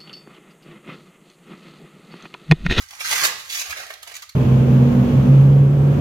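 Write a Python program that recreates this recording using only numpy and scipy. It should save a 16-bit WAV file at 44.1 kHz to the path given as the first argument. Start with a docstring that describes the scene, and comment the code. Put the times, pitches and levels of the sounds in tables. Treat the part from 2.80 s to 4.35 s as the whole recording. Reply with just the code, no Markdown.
"""Ice cubes slide in a plastic tray and swell into a clatter as it is swung down onto a kitchen counter.
A brighter crunch follows as the tray is flexed, then single cubes click as they settle.
The crunch is a dense run of tiny slips of ice on plastic; each click is a snap, a knock and a short ring.
Three soft low thumps sit underneath. Counter and cupboards answer at once; the small hard room rings on."""
import sys
import numpy as np
from scipy import signal
from scipy.fft import rfft, irfft, next_fast_len
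from scipy.io import wavfile

SR = 44100
rng = np.random.default_rng(int(sys.argv[2]) if len(sys.argv) > 2 else 0)


def persist_wave(psi):
    """Save psi, clipped to +-1, as 16-bit WAV."""
    counts = np.round(np.clip(psi, -1, 1) * 32767).astype(np.int16)
    wavfile.write(sys.argv[1], SR, np.atleast_2d(counts).T)


N = 68355

# The swing and landing. Each row: time in seconds, relative levels of slide and low tray body in dB.
SLIDE_FADERS = [(0, -42, -56), (.03, -43.5, -59), (.07, -56, -93), (.11, -48.5, -61), (.135, -42.5, -60.5),
                (.185, -46, -55), (.21, -31.5, -58.5), (.235, -34.5, -71), (.255, -26.5, -55),
                (.28, -25, -49), (.305, -25, -39), (.335, -27.5, -33.5), (.36, -22.5, -41.5),
                (.4, -23, -49), (.425, -22, -31), (.445, -24, -35), (.468, -36, -40), (.485, -30, -35),
                (.52, -63, -42.5), (.59, -41, -56.5), (.69, -52, -68)]
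# The flexed tray grinds on ice and rubs on hand and counter. Each row: time in seconds, relative level in dB.
GRIND_FADER = [(.56, -55), (.6, -44), (.63, -46.5), (.688, -43), (.7, -32), (.715, -32.5), (.728, -27.5),
               (.765, -28.5), (.8, -27.5), (.82, -31), (.835, -43), (.885, -43), (.912, -28), (.935, -55)]
RUB_FADER = [(.66, -49), (.82, -41.5), (.885, -38), (.92, -36.5), (.945, -42.5), (1.005, -33),
             (1.06, -46.5), (1.12, -41.5), (1.16, -55), (1.25, -55), (1.29, -43), (1.37, -49),
             (1.44, -61.5), (1.54, -78)]
# The colour of each friction layer. Each row: frequency in Hz, relative level in dB.
SLIDE_EQ = [(200, -30), (550, -23), (800, -9.5), (1050, -15), (1300, -1.5), (1600, 1), (2100, 3),
            (2900, -0.5), (4600, -1), (6800, 0.5), (8500, -7.5), (10500, -6), (13200, -6.5), (15800, -18)]
BODY_EQ = [(40, -19), (90, -4), (170, -2), (260, -11), (350, -1), (550, 1.5), (780, 1.5), (1040, 10.5),
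           (1350, 0.5), (1700, -12), (4000, -22)]
GRIND_EQ = [(200, -42), (900, -11), (1700, -9.5), (2400, 3.5), (3300, -2), (4600, -0.5), (5600, -5.5),
            (6100, 2), (6600, 1), (7300, -6), (8200, -6.5), (9700, -11), (12000, -3.5), (15800, -14.5)]
RUB_EQ = [(100, -21), (280, -21.5), (400, -10.5), (520, -7.5), (760, 2), (1000, -14), (1250, -1),
          (2200, -0.5), (3300, -4), (4500, -5), (6700, -6), (8500, -14), (12500, -10.5), (15800, -24)]

def crunch():
    """Ice slides and grinds in the tray, and the tray rubs on hand and counter."""
    slide, body = gains(SLIDE_FADERS)
    grind, rub = gains(GRIND_FADER)[0], gains(RUB_FADER)[0]
    layers = [(slide, SLIDE_EQ), (body, BODY_EQ), (grind, GRIND_EQ), (rub, RUB_EQ)]
    return sum(coloured(level * slips(friction_share=.32), eq) for level, eq in layers)


def slips(friction_share, per_second=2200, scatter_db=4):
    """Stick-slip grit: tiny impulses of uneven size over a hiss of smooth friction."""
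    sizes = amp(scatter_db * np.minimum(rng.exponential(size=N), 3)) * rng.choice([-1, 1], N)
    grit = sizes * (rng.random(N) < per_second / SR)
    grit /= np.sqrt(np.mean(grit ** 2) + 1e-20)
    return np.sqrt(1 - friction_share) * grit + np.sqrt(friction_share) * rng.standard_normal(N)


# Single cube hits. Each row: start in seconds, snap in dB, knock in dB, their shared t60 in seconds,
# ring pitch in Hz, ring in dB. Levels are relative.
CUBE_HITS = [(0.02, -39, -52, 0.027, 1470, -63.5), (0.085, -42.5, -74, 0.043, 5770, -38),
             (0.107, -29.5, -43, 0.017, 5350, -37), (.130, -51, -48, .06, 800, -40),
             (0.2031, -28.5, -31, 0.03, 1300, -33), (.208, -39, -35, .03, 2394, -18.5),
             (0.2465, -35, -46, .04, 1624, -19), (.309, -18.5, -24, 0.053, 1640, -35),
             (0.3256, -17, -21.5, 0.039, 876, -13), (.356, -26, -30, 0.037, 2000, -40),
             (0.4344, -15.5, -23, 0.058, 1400, -21), (.441, -26.5, -22, 0.034, 2930, -28),
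             (0.4476, -15.5, -19.5, 0.051, 3876, -16), (0.466, -17, -35, 0.024, 1060, -26),
             (0.597, -33.5, -54, 0.033, 4660, -46), (.654, -40, -72, 0.027, 4620, -48),
             (0.6966, -29.5, -56, 0.024, 4680, -23), (0.7224, -28, -42, 0.027, 5340, -30),
             (0.7477, -24, -38, 0.028, 5510, -16), (0.772, -26, -65, 0.033, 6550, -27),
             (.795, -32, -64, 0.025, 6460, -13.5), (0.813, -27, -35, 0.041, 2430, -28),
             (.925, -44, -29, 0.021, 1630, -21), (.968, -35, -37, 0.053, 666, -28.5),
             (1.033, -44, -43, 0.047, 1250, -34), (1.064, -33.5, -44, 0.015, 713, -30),
             (1.1022, -36.5, -31, 0.033, 628, -22.5), (1.137, -28, -37, 0.016, 4170, -34),
             (1.222, -42, -55, 0.034, 4080, -48), (1.2282, -28, -35.5, 0.021, 4170, -36),
             (1.266, -50, -47, 0.045, 714, -38), (1.2735, -32.5, -44, 0.028, 676, -32.5),
             (1.3145, -38, -43, .04, 736, -34), (1.3391, -36.5, -55, 0.055, 2250, -34),
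             (1.3513, -34, -42, 0.033, 6770, -28), (1.3638, -27.5, -49, 0.026, 7000, -30),
             (1.4203, -31.5, -44, 0.031, 2113, -31), (1.427, -42.5, -69, 0.05, 1284, -33),
             (1.4907, -33.5, -67, 0.027, 4226, -32.5)]
# The colour of ice snap and plastic knock. Each row: frequency in Hz, relative level in dB.
SNAP_EQ = [(200, -39), (900, -15.5), (2000, 0), (3200, -0.5), (4200, 1.5), (5500, -1.5), (6900, 1),
           (8500, -6.5), (10500, -6), (13000, -5), (15800, -15.5)]
KNOCK_EQ = [(60, -18), (280, -22), (400, -17), (560, -4.5), (760, -1.5), (1000, -4), (1400, -1.5),
            (2100, 1.5), (3200, 0.5), (6000, -36.5), (15000, -15)]

def cube_clicks(attack_s=.0026, ring_t60_s=.02, ring_width_hz=90, low_cut_hz=403):
    """Cubes crack loose and hit the tray: a bright snap of ice, a hollow knock and a pitched ring."""
    snap_level, knock_level, ring = np.zeros((3, N))
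    phase_drift = np.cumsum(rng.standard_normal(N)) * np.sqrt(2 * np.pi * ring_width_hz / SR)
    for start, snap_db, knock_db, t60, pitch, ring_db in CUBE_HITS:
        t = np.maximum(np.arange(N) / SR - start, 0)
        attack = 1 - np.exp(-t / attack_s)  # a contact builds up over a few small slips
        burst = attack * decay(t, t60)
        snap_level += amp(snap_db) * burst
        knock_level += amp(knock_db) * burst
        ring += amp(ring_db) * attack * decay(t, ring_t60_s) * np.sin(2 * np.pi * pitch * t + phase_drift)
    # the rings carry nothing below about 400 Hz
    ring = filtered(ring, lambda hz: (1j * hz / (low_cut_hz + 1j * hz)) ** 2
                    / np.sqrt(1 + (low_cut_hz / (hz + 1)) ** 8))
    snap = coloured(snap_level * slips(friction_share=.7), SNAP_EQ)
    knock = coloured(knock_level * rng.standard_normal(N), KNOCK_EQ)
    return 2 * (snap + knock + ring)


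# The tray's resonances. Each row: centre in Hz, width in Hz, level against the input in dB.
TRAY_RESONANCES = [(1096, 155, -12), (1194, 76, -0.5), (1606, 65, -1), (1960, 280, -7), (4504, 81, -7),
                   (5430, 130, -10.5), (6830, 200, -21)]

def tray_ring(x):
    """The loaded tray adds a brief ring at each of its modes."""
    return filtered(x, lambda f: 1 + sum(amp(db) * 1j * f * width / (hz * hz - f * f + 1j * f * width)
                                         for hz, width, db in TRAY_RESONANCES))


# Soft low thumps: one as the swing starts, two later with the tray on the counter.
# Each row: start in seconds, level in dB, length in seconds.
LOW_THUMPS = [(.005, -49.5, 0.049), (.305, -53, 0.079), (.88, -45, 0.065)]

def low_thumps(pitch_hz=76.3):
    """Each thump is a few cycles of a low tone that swell and fade."""
    thumps = np.zeros(N)
    for start, db, length in LOW_THUMPS:
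        t = np.arange(N) / SR - start
        swell = np.sin(np.pi * np.clip(t / length, 0, 1)) ** 2
        thumps += amp(db) * swell * np.sin(2 * np.pi * pitch_hz * t)
    return thumps


# The kitchen's reverb time. Each row: frequency in Hz, t60 in seconds.
KITCHEN_T60 = [(100, 0.59), (500, .45), (1400, 0.48), (4000, .55), (9000, 0.36), (16000, 0.35)]

def reflections(x, t60s, tail_samples, move_s=.05):
    """Stereo reflections whose pattern keeps shifting as tray and hands move."""
    wet, hop = np.zeros((2, N + SR)), round(move_s * SR)
    for centre in range(0, N, hop):
        hz, t, noise = signal.stft(rng.standard_normal((2, tail_samples)), SR, nperseg=128)
        tail = signal.istft(noise * decay(t, along(t60s, hz)[:, None]), SR, nperseg=128)[1]
        tail[:, :SR // 2000] = 0  # half a millisecond of pre-delay
        tail /= np.linalg.norm(tail[0])
        span = np.arange(max(centre - hop, 0), min(centre + hop, N))
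        grain = x[span] * np.cos(np.pi / 2 * (span - centre) / hop)
        answer = signal.fftconvolve(grain[None], tail, axes=1)
        wet[:, span[0]:span[0] + answer.shape[1]] += answer
    return widen(wet[:, :N])


# The colour of the quiet room. Each row: frequency in Hz, relative level in dB.
ROOM_TONE_EQ = [(20, -11), (50, -6.5), (85, 5), (120, -10.5), (250, -31), (550, -28), (1500, -22),
                (5000, -26.5), (15000, -25)]

def room_tone():
    """A steady bed of low rumble and faint hiss."""
    return widen(np.array([coloured(rng.standard_normal(N), ROOM_TONE_EQ) for _ in range(2)]))


def amp(db):
    """Decibels to gain."""
    return 10 ** (np.asarray(db) / 20)


def decay(t, t60):
    """A fade that falls 60 dB every t60 seconds."""
    return np.exp(-np.log(1000) * t / t60)


def along(points, hz):
    """A curve through (Hz, value) points on a log axis."""
    freqs, values = np.transpose(points)
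    return np.interp(np.log(hz + 1), np.log(freqs + 1), values)


def gains(rows):
    """One fader curve for each dB column, silent outside the rows."""
    times, *columns = np.transpose(rows)
    return [amp(np.interp(np.arange(N) / SR, times, db, -120, -120)) for db in columns]


def filtered(x, response):
    """x through a complex frequency response."""
    size = next_fast_len(N + SR // 2)
    return irfft(rfft(x, size) * response(np.fft.rfftfreq(size, 1 / SR)), size)[..., :N]


def coloured(x, eq, size=4096):
    """x through a minimum-phase EQ of unit energy."""
    cepstrum = irfft(np.log(amp(along(eq, np.fft.rfftfreq(size, 1 / SR)))))
    cepstrum[1:size // 2] *= 2
    cepstrum[size // 2 + 1:] = 0
    impulse = irfft(np.exp(rfft(cepstrum)))
    return signal.fftconvolve(x, impulse / np.linalg.norm(impulse))[:N]


def widen(pair, mono_hz=330):
    """Two unrelated signals become stereo: wide on top, centred in the bass."""
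    angle = lambda hz: np.pi / 4 * hz / np.hypot(hz, mono_hz)
    mid, side = filtered(pair, lambda hz: np.array([np.cos(angle(hz)), np.sin(angle(hz))]))
    return np.array([mid + side, mid - side])


# The ice leans to the right. Each row: frequency in Hz, left over right in dB.
PAN = [(100, 0), (700, -2.5), (1300, -4.5), (2400, -4.5), (4400, -5), (8000, -3.5), (15000, 1)]

def scene(right_lead_s=.00019):
    """The tray close by, the counter's and the kitchen's answer, and quiet room tone underneath."""
    ice = amp(-4) * tray_ring(crunch() + cube_clicks())
    direct = filtered(ice, lambda hz: np.exp(1j * np.pi * hz * right_lead_s * np.array([[-1], [1]])))
    early = amp(1.5) * reflections(ice, t60s=[(1000, .032)], tail_samples=2048)  # counter and cupboards
    reverb = amp(-2.5) * reflections(ice, KITCHEN_T60, tail_samples=20000)
    panned = filtered(direct + early + reverb, lambda hz: amp(along(PAN, hz) * np.array([[.5], [-.5]])))
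    return panned + low_thumps() + amp(-66) * room_tone()


def record(dry, top_hz=15950):
    """A brick-wall cut takes off the highest treble."""
    return filtered(dry, lambda hz: hz < top_hz)


dry = scene()
out = record(dry)
persist_wave(out)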